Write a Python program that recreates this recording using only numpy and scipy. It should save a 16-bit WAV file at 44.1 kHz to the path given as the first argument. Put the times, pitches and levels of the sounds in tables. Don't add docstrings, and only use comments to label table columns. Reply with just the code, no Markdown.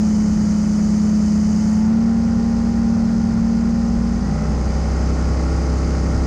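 import sys
import numpy as np
from scipy import signal
from scipy.io import wavfile
from scipy.ndimage import uniform_filter1d, minimum_filter1d

SR = 44100
rng = np.random.default_rng(int(sys.argv[2]) if len(sys.argv) > 2 else 0)


def inscribe(sig):
    pcm = np.round(np.clip(np.atleast_2d(sig).T, -1, 1) * 32767)
    wavfile.write(sys.argv[1], SR, pcm.astype(np.int16))


def gain_from_decibels(decibels):
    exponent = np.asarray(decibels, float) / 20
    return 10 ** exponent


N = 276066
TIME = np.arange(N) / SR
GRID = 64

OVERTONES = list(range(17, 49))
WHINES = [50, 64, 13.29, 113.6]


def evened(x):
    return x / np.sqrt(np.mean(x ** 2) + 1e-20)


def curves(rows):
    start_s, *columns = np.transpose(rows)
    return [np.interp(TIME, start_s, column) for column in columns]


def read_spectrum(points, hz):
    point_hz, level_db = np.transpose(points)
    return np.interp(np.log(hz + 1), np.log(point_hz + 1), level_db)


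def resonances(modes, hz):
    return sum(lift_db / (1 + (2 * (hz - mode_hz) / width_hz) ** 2) for mode_hz, width_hz, lift_db in modes)


def wander(rate_hz, count):
    frames = N // GRID + 2
    z = rng.standard_normal((count, frames)) + 1j * rng.standard_normal((count, frames))
    hz = np.fft.fftfreq(frames, GRID / SR)
    z = np.fft.ifft(z / (1 + (hz / rate_hz) ** 2), axis=1)
    return z / np.sqrt(np.mean(abs(z) ** 2, 1, keepdims=True))


def engine_speed():
    # start_s, cycle_hz
    speed_rows = [(0.0, 26.75), (0.26, 26.5), (0.68, 26.3), (1.1, 26.55), (1.3, 26.36), (1.56, 26.72),
                  (1.79, 26.9), (2.0, 28.33), (2.4, 28.67), (2.75, 28.6), (3.0, 28.38), (3.45, 28.27),
                  (3.65, 28.68), (4.13, 28.84), (4.35, 31.1), (4.6, 32.2), (5.5, 33.1), (6.26, 33.3)]
    return curves(speed_rows)[0]


def cycle_phase():
    return 2 * np.pi * np.cumsum(engine_speed()) / SR


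def revs():
    speed = engine_speed()
    settle_s = 0.14
    memory = np.exp(-1 / (settle_s * SR))
    rise = speed - speed[0]
    return rise, signal.lfilter([1 - memory], [1, -memory], rise)


def on_grid(x):
    return x[np.minimum(np.arange(N // GRID + 2) * GRID, N - 1)]


def tones(multiples, level_db, slow, rough, rough_hz):
    count = len(multiples)
    cycle = cycle_phase()
    shake = 1 + slow * wander(1.9, count) + rough * wander(rough_hz, count)
    height = np.sqrt(2) * abs(shake) * gain_from_decibels(level_db)
    slip = np.unwrap(np.angle(shake), axis=1) + 2 * np.pi * rng.random((count, 1))
    slip = slip + 0.004 * np.outer(multiples, wander(12.0, 1).real)
    fine, coarse = np.arange(N) / GRID, np.arange(shake.shape[1])
    total = np.zeros(N)
    for multiple, h, p in zip(multiples, height, slip):
        total += np.interp(fine, coarse, h) * np.cos(multiple * cycle + np.interp(fine, coarse, p))
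    return total


def noise(shape_db, size, patchy_db, flicker_db):
    hop = size // 4
    frames, hz = N // hop + 5, np.fft.rfftfreq(size, 1 / SR)
    real, imaginary, patches = rng.standard_normal((frames, len(hz), 3)).T
    patches = uniform_filter1d(patches, size=9, axis=0)
    patches = evened(uniform_filter1d(patches, size=9, axis=1))
    flicker = evened(uniform_filter1d(rng.standard_normal(frames), size=3))
    field_db = shape_db(hz[:, None], np.arange(frames) * hop / SR)
    field_db = field_db + patchy_db * patches + flicker_db * flicker
    spectra = (real + 1j * imaginary) * gain_from_decibels(field_db)
    return evened(signal.istft(spectra, nperseg=size, noverlap=size - hop)[1][:N])


def puffs(depth_firing, depth_crank):
    cycle = cycle_phase()
    return evened(1 + depth_firing * np.cos(8 * cycle) + depth_crank * np.cos(2 * cycle))


def hull_tones():
    strong_multiples = [2, 5, 8, 6.645]
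    # start_s, load_db
    load_rows = [(0, 0.5), (.7, -0.4), (1.12, 1.5), (1.6, -0.2), (1.92, 3.2), (2.4, 0.5), (2.75, -0.2),
                 (2.95, 1.5), (3.25, -0.9), (3.52, 1.5), (4.05, -2.5), (4.4, -4.5), (5.1, -0.5),
                 (6.26, 1.5)]
    # pitch_hz, level_db
    crank_response = [(53, -34.5), (55, -32.5), (57, -27.5), (61, -27.5), (66, -18)]
    beat_response = [(132, -47.5), (141, -37), (145.5, -45), (153, -24), (162, -28.5), (166, -28.5)]
    firing_response = [(212, -16.8), (228, -18), (233, -19), (247, -28), (257, -35.5), (266, -33.5)]
    blade_response = [(176, -25), (189, -23.5), (205, -29), (215, -32), (220, -39.5)]
    speed, load_db = on_grid(engine_speed()), on_grid(curves(load_rows)[0])
    settled = speed[0] + on_grid(revs()[1])
    crank, beat, firing, blades = strong_multiples
    level_db = np.array([read_spectrum(crank_response, crank * settled) - load_db,
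                         read_spectrum(beat_response, beat * speed),
                         read_spectrum(firing_response, firing * speed) + load_db,
                         read_spectrum(blade_response, blades * settled)])
    return tones(strong_multiples, level_db, slow=0.02, rough=0.05, rough_hz=25.0)


def overtones_db(speed, revs_hz):
    # pitch_hz, level_db
    weak_slope = [(450, -62.5), (600, -60), (800, -60.5), (1100, -63), (1500, -71.5)]
    cylinder_lifts = [3.5, 0, 1.9, -0.5, 1.5, -1.7, -0.5, -1.5]
    # multiple, resonance_hz, width_hz, top_db
    crossings = [(17, 548, 60, -42.5), (18, 515, 40, -48.5), (18, 597, 50, -43.5), (19, 545, 40, -48.5),
                 (19, 600, 50, -42), (20, 555, 90, -49.5), (21, 557, 40, -50.5), (23, 760, 50, -49.5),
                 (24, 640, 50, -51), (24, 770, 100, -44), (25, 815, 90, -47), (26, 695, 50, -53.5),
                 (26, 800, 70, -43), (28, 803, 60, -43), (32, 872, 30, -41), (33, 1085, 70, -52.5),
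                 (34, 1120, 70, -51), (36, 995, 160, -51), (38, 1255, 60, -52), (39, 1290, 60, -49),
                 (40, 1255, 60, -50), (42, 1340, 140, -51), (44, 1385, 80, -51), (45, 1195, 60, -56),
                 (48, 1275, 60, -56.5), (50, 1410, 150, -54.5), (64, 2000, 90, -51), (64, 2125, 40, -57),
                 (13.29, 430, 60, -48), (113.6, 3025, 80, -64.5)]
    multiples = np.array([*OVERTONES, *WHINES])
    overtone_lift_db = np.array(cylinder_lifts)[np.array(OVERTONES) % len(cylinder_lifts)]
    lift_db = np.append(overtone_lift_db, np.full(len(WHINES), -14.5))
    slope_db = read_spectrum(weak_slope, np.outer(multiples, speed))
    energy = gain_from_decibels(slope_db + lift_db[:, None] + 0.93 * revs_hz) ** 2
    for multiple, hz, width_hz, top_db in crossings:
        detuning = 2 * (multiple * speed - hz) / width_hz
        energy[multiples == multiple] += (gain_from_decibels(top_db) / (1 + detuning ** 2)) ** 2
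    return 10 * np.log10(energy)


def exhaust_tones():
    beat_multiples = [1, 3, 4, 6, 7, 9, 10, 11, 12, 13, 14, 15, 16]
    throttle_speeds = [26.7, 28.5, 31.4, 33]
    # cruise_db, first_step_db, climbing_db, second_step_db
    beat_levels = [(-56, -44.5, -42.5, -39.5), (-31, -32, -34, -32.5), (-39.5, -39, -40, -40),
                   (-39, -31.5, -31.5, -41.5), (-31.5, -36, -28, -34), (-34.5, -45, -44, -39),
                   (-40.5, -43, -50, -36), (-43.5, -52.5, -50, -48), (-41.5, -59.5, -46, -44.5),
                   (-46.5, -51.5, -46.5, -38.5), (-57.5, -51.5, -41.5, -49), (-52, -42.5, -49, -42),
                   (-45.5, -53, -49.5, -46)]
    speed = on_grid(engine_speed())
    beats_db = [np.interp(speed, throttle_speeds, row) for row in beat_levels]
    level_db = np.vstack([beats_db, overtones_db(speed, on_grid(revs()[0]))])
    multiples = [*beat_multiples, *OVERTONES, *WHINES]
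    return tones(multiples, level_db, slow=0.15, rough=0.1, rough_hz=8.0)


def rumble():
    # pitch_hz, level_db
    rumble_spectrum = [(15, -19), (30, -8.5), (50, 2.5), (85, 2), (130, -1), (190, 0.5), (280, -10),
                       (400, -34), (1000, -110)]
    # centre_s, lift_db
    gust_rows = [(0, 5.5), (.32, 5.5), (1.0, -1), (2.4, 3), (2.92, 3), (3.12, 3.5), (3.32, 4.5), (3.68, -2),
                 (4.0, 5), (4.4, 3.5), (4.64, 6.5), (5.12, 0), (5.44, 3.5), (5.76, 5.5), (6.15, 8)]

    def shape_db(hz, s):
        return read_spectrum(rumble_spectrum, hz) + 0 * s

    lumps = noise(shape_db, size=2048, patchy_db=0.8, flicker_db=0.6)
    gust_s = 0.13
    gust_db = sum(lift_db * np.exp(-((TIME - centre_s) / gust_s) ** 2) for centre_s, lift_db in gust_rows)
    return gain_from_decibels(-31.5 + gust_db) * lumps


def roar():
    # pitch_hz, level_db
    roar_spectrum = [(100, -6.5), (200, -2), (300, 4.5), (450, -4.5), (600, -5), (720, -6.5), (1000, -13),
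                     (1300, -10), (1600, -14), (2200, -17), (2800, -23), (3600, -28), (4500, -42.5),
                     (8000, -100)]
    # mode_hz, width_hz, lift_db
    pipe_modes = [(510, 93, 4), (810, 150, 4), (1120, 150, 3.5), (1412, 120, 6.5), (1866, 130, 6),
                  (2090, 110, 2.5), (2600, 38, 5), (3010, 130, 3)]
    # mode_hz, width_hz, lift_db
    intake_modes = [(3015, 45, 7.5), (2300, 900, 2)]
    # start_s, share (0-1)
    intake_rows = [
        (1.78, 1),
        (1.92, 0),
        (4.3, 0.08),
        (4.9, .6),
    ]

    def shape_db(hz, s):
        opened = np.interp(s, *np.transpose(intake_rows))
        intake_db = opened * resonances(intake_modes, hz)
        return read_spectrum(roar_spectrum, hz) + resonances(pipe_modes, hz) + intake_db

    gas = noise(shape_db, size=1024, patchy_db=0.42, flicker_db=0.14)
    level_db = -36.5 + 0.57 * revs()[0]
    return gain_from_decibels(level_db) * gas * puffs(0.16, 0.054)


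def spray():
    # pitch_hz, level_db
    low_hull_spectrum = [(2600, -39), (3300, -23), (3730, -19.5), (4370, -10), (4900, -2), (5600, -5.5),
                         (6250, -1), (6900, -4.5), (7900, -15), (8800, -18), (10400, -28), (11500, -31.5),
                         (13200, -40.5), (14400, -54.5)]
    lifted_hull_spectrum = [(2600, -47.5), (3300, -22.5), (3600, -16), (4200, -8.5), (5000, 0),
                            (5600, -5.5), (6300, -2), (7000, -8), (7900, -14), (8800, -19), (10400, -27.5),
                            (11500, -32), (13200, -41), (14400, -57)]

    def shape_db(hz, s):
        lifted = np.interp(s, [1.78, 1.92], [0, 1])
        low_db = read_spectrum(low_hull_spectrum, hz)
        return (1 - lifted) * low_db + lifted * read_spectrum(lifted_hull_spectrum, hz)

    hiss = noise(shape_db, size=256, patchy_db=0.76, flicker_db=0.1)
    lift_drop_db = np.interp(TIME, [1.7, 1.92], [0, -6])
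    level_db = -40.5 + lift_drop_db + 0.68 * revs()[1]
    return gain_from_decibels(level_db) * hiss * puffs(0.04, 0.06)


def whistle():
    # start_s, pitch_hz, level_db
    whistle_rows = [
        (4.2, 9580, -95),
        (4.24, 9750, -74),
        (4.3, 9950, -74),
        (4.34, 10000, -77),
        (4.38, 10100, -101.5),
    ]
    pitch_hz, level_db = curves(whistle_rows)
    return np.sqrt(2) * gain_from_decibels(level_db) * np.sin(2 * np.pi * np.cumsum(pitch_hz) / SR)


def scene():
    engine = hull_tones() + exhaust_tones()
    return (engine + rumble() + roar() + spray() + whistle())[None]


def low_pass(x):
    return signal.sosfilt(signal.butter(12, 14450, fs=SR, output="sos"), x)


def record(dry):
    power_db = 10 * np.log10(uniform_filter1d(dry[0] ** 2, size=1800) + 1e-12)
    slow_db = uniform_filter1d(power_db, size=20000)
    peak = -minimum_filter1d(-abs(dry[0]), size=301)
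    peak_db = 20 * np.log10(peak + 1e-9)
    over_db = uniform_filter1d(np.maximum(peak_db + 10.0, 0), size=301)
    reduction_db = 0.072 * (power_db - slow_db) + 0.57 * over_db
    return low_pass(dry / gain_from_decibels(reduction_db))


dry = scene()
out = record(dry)
inscribe(out)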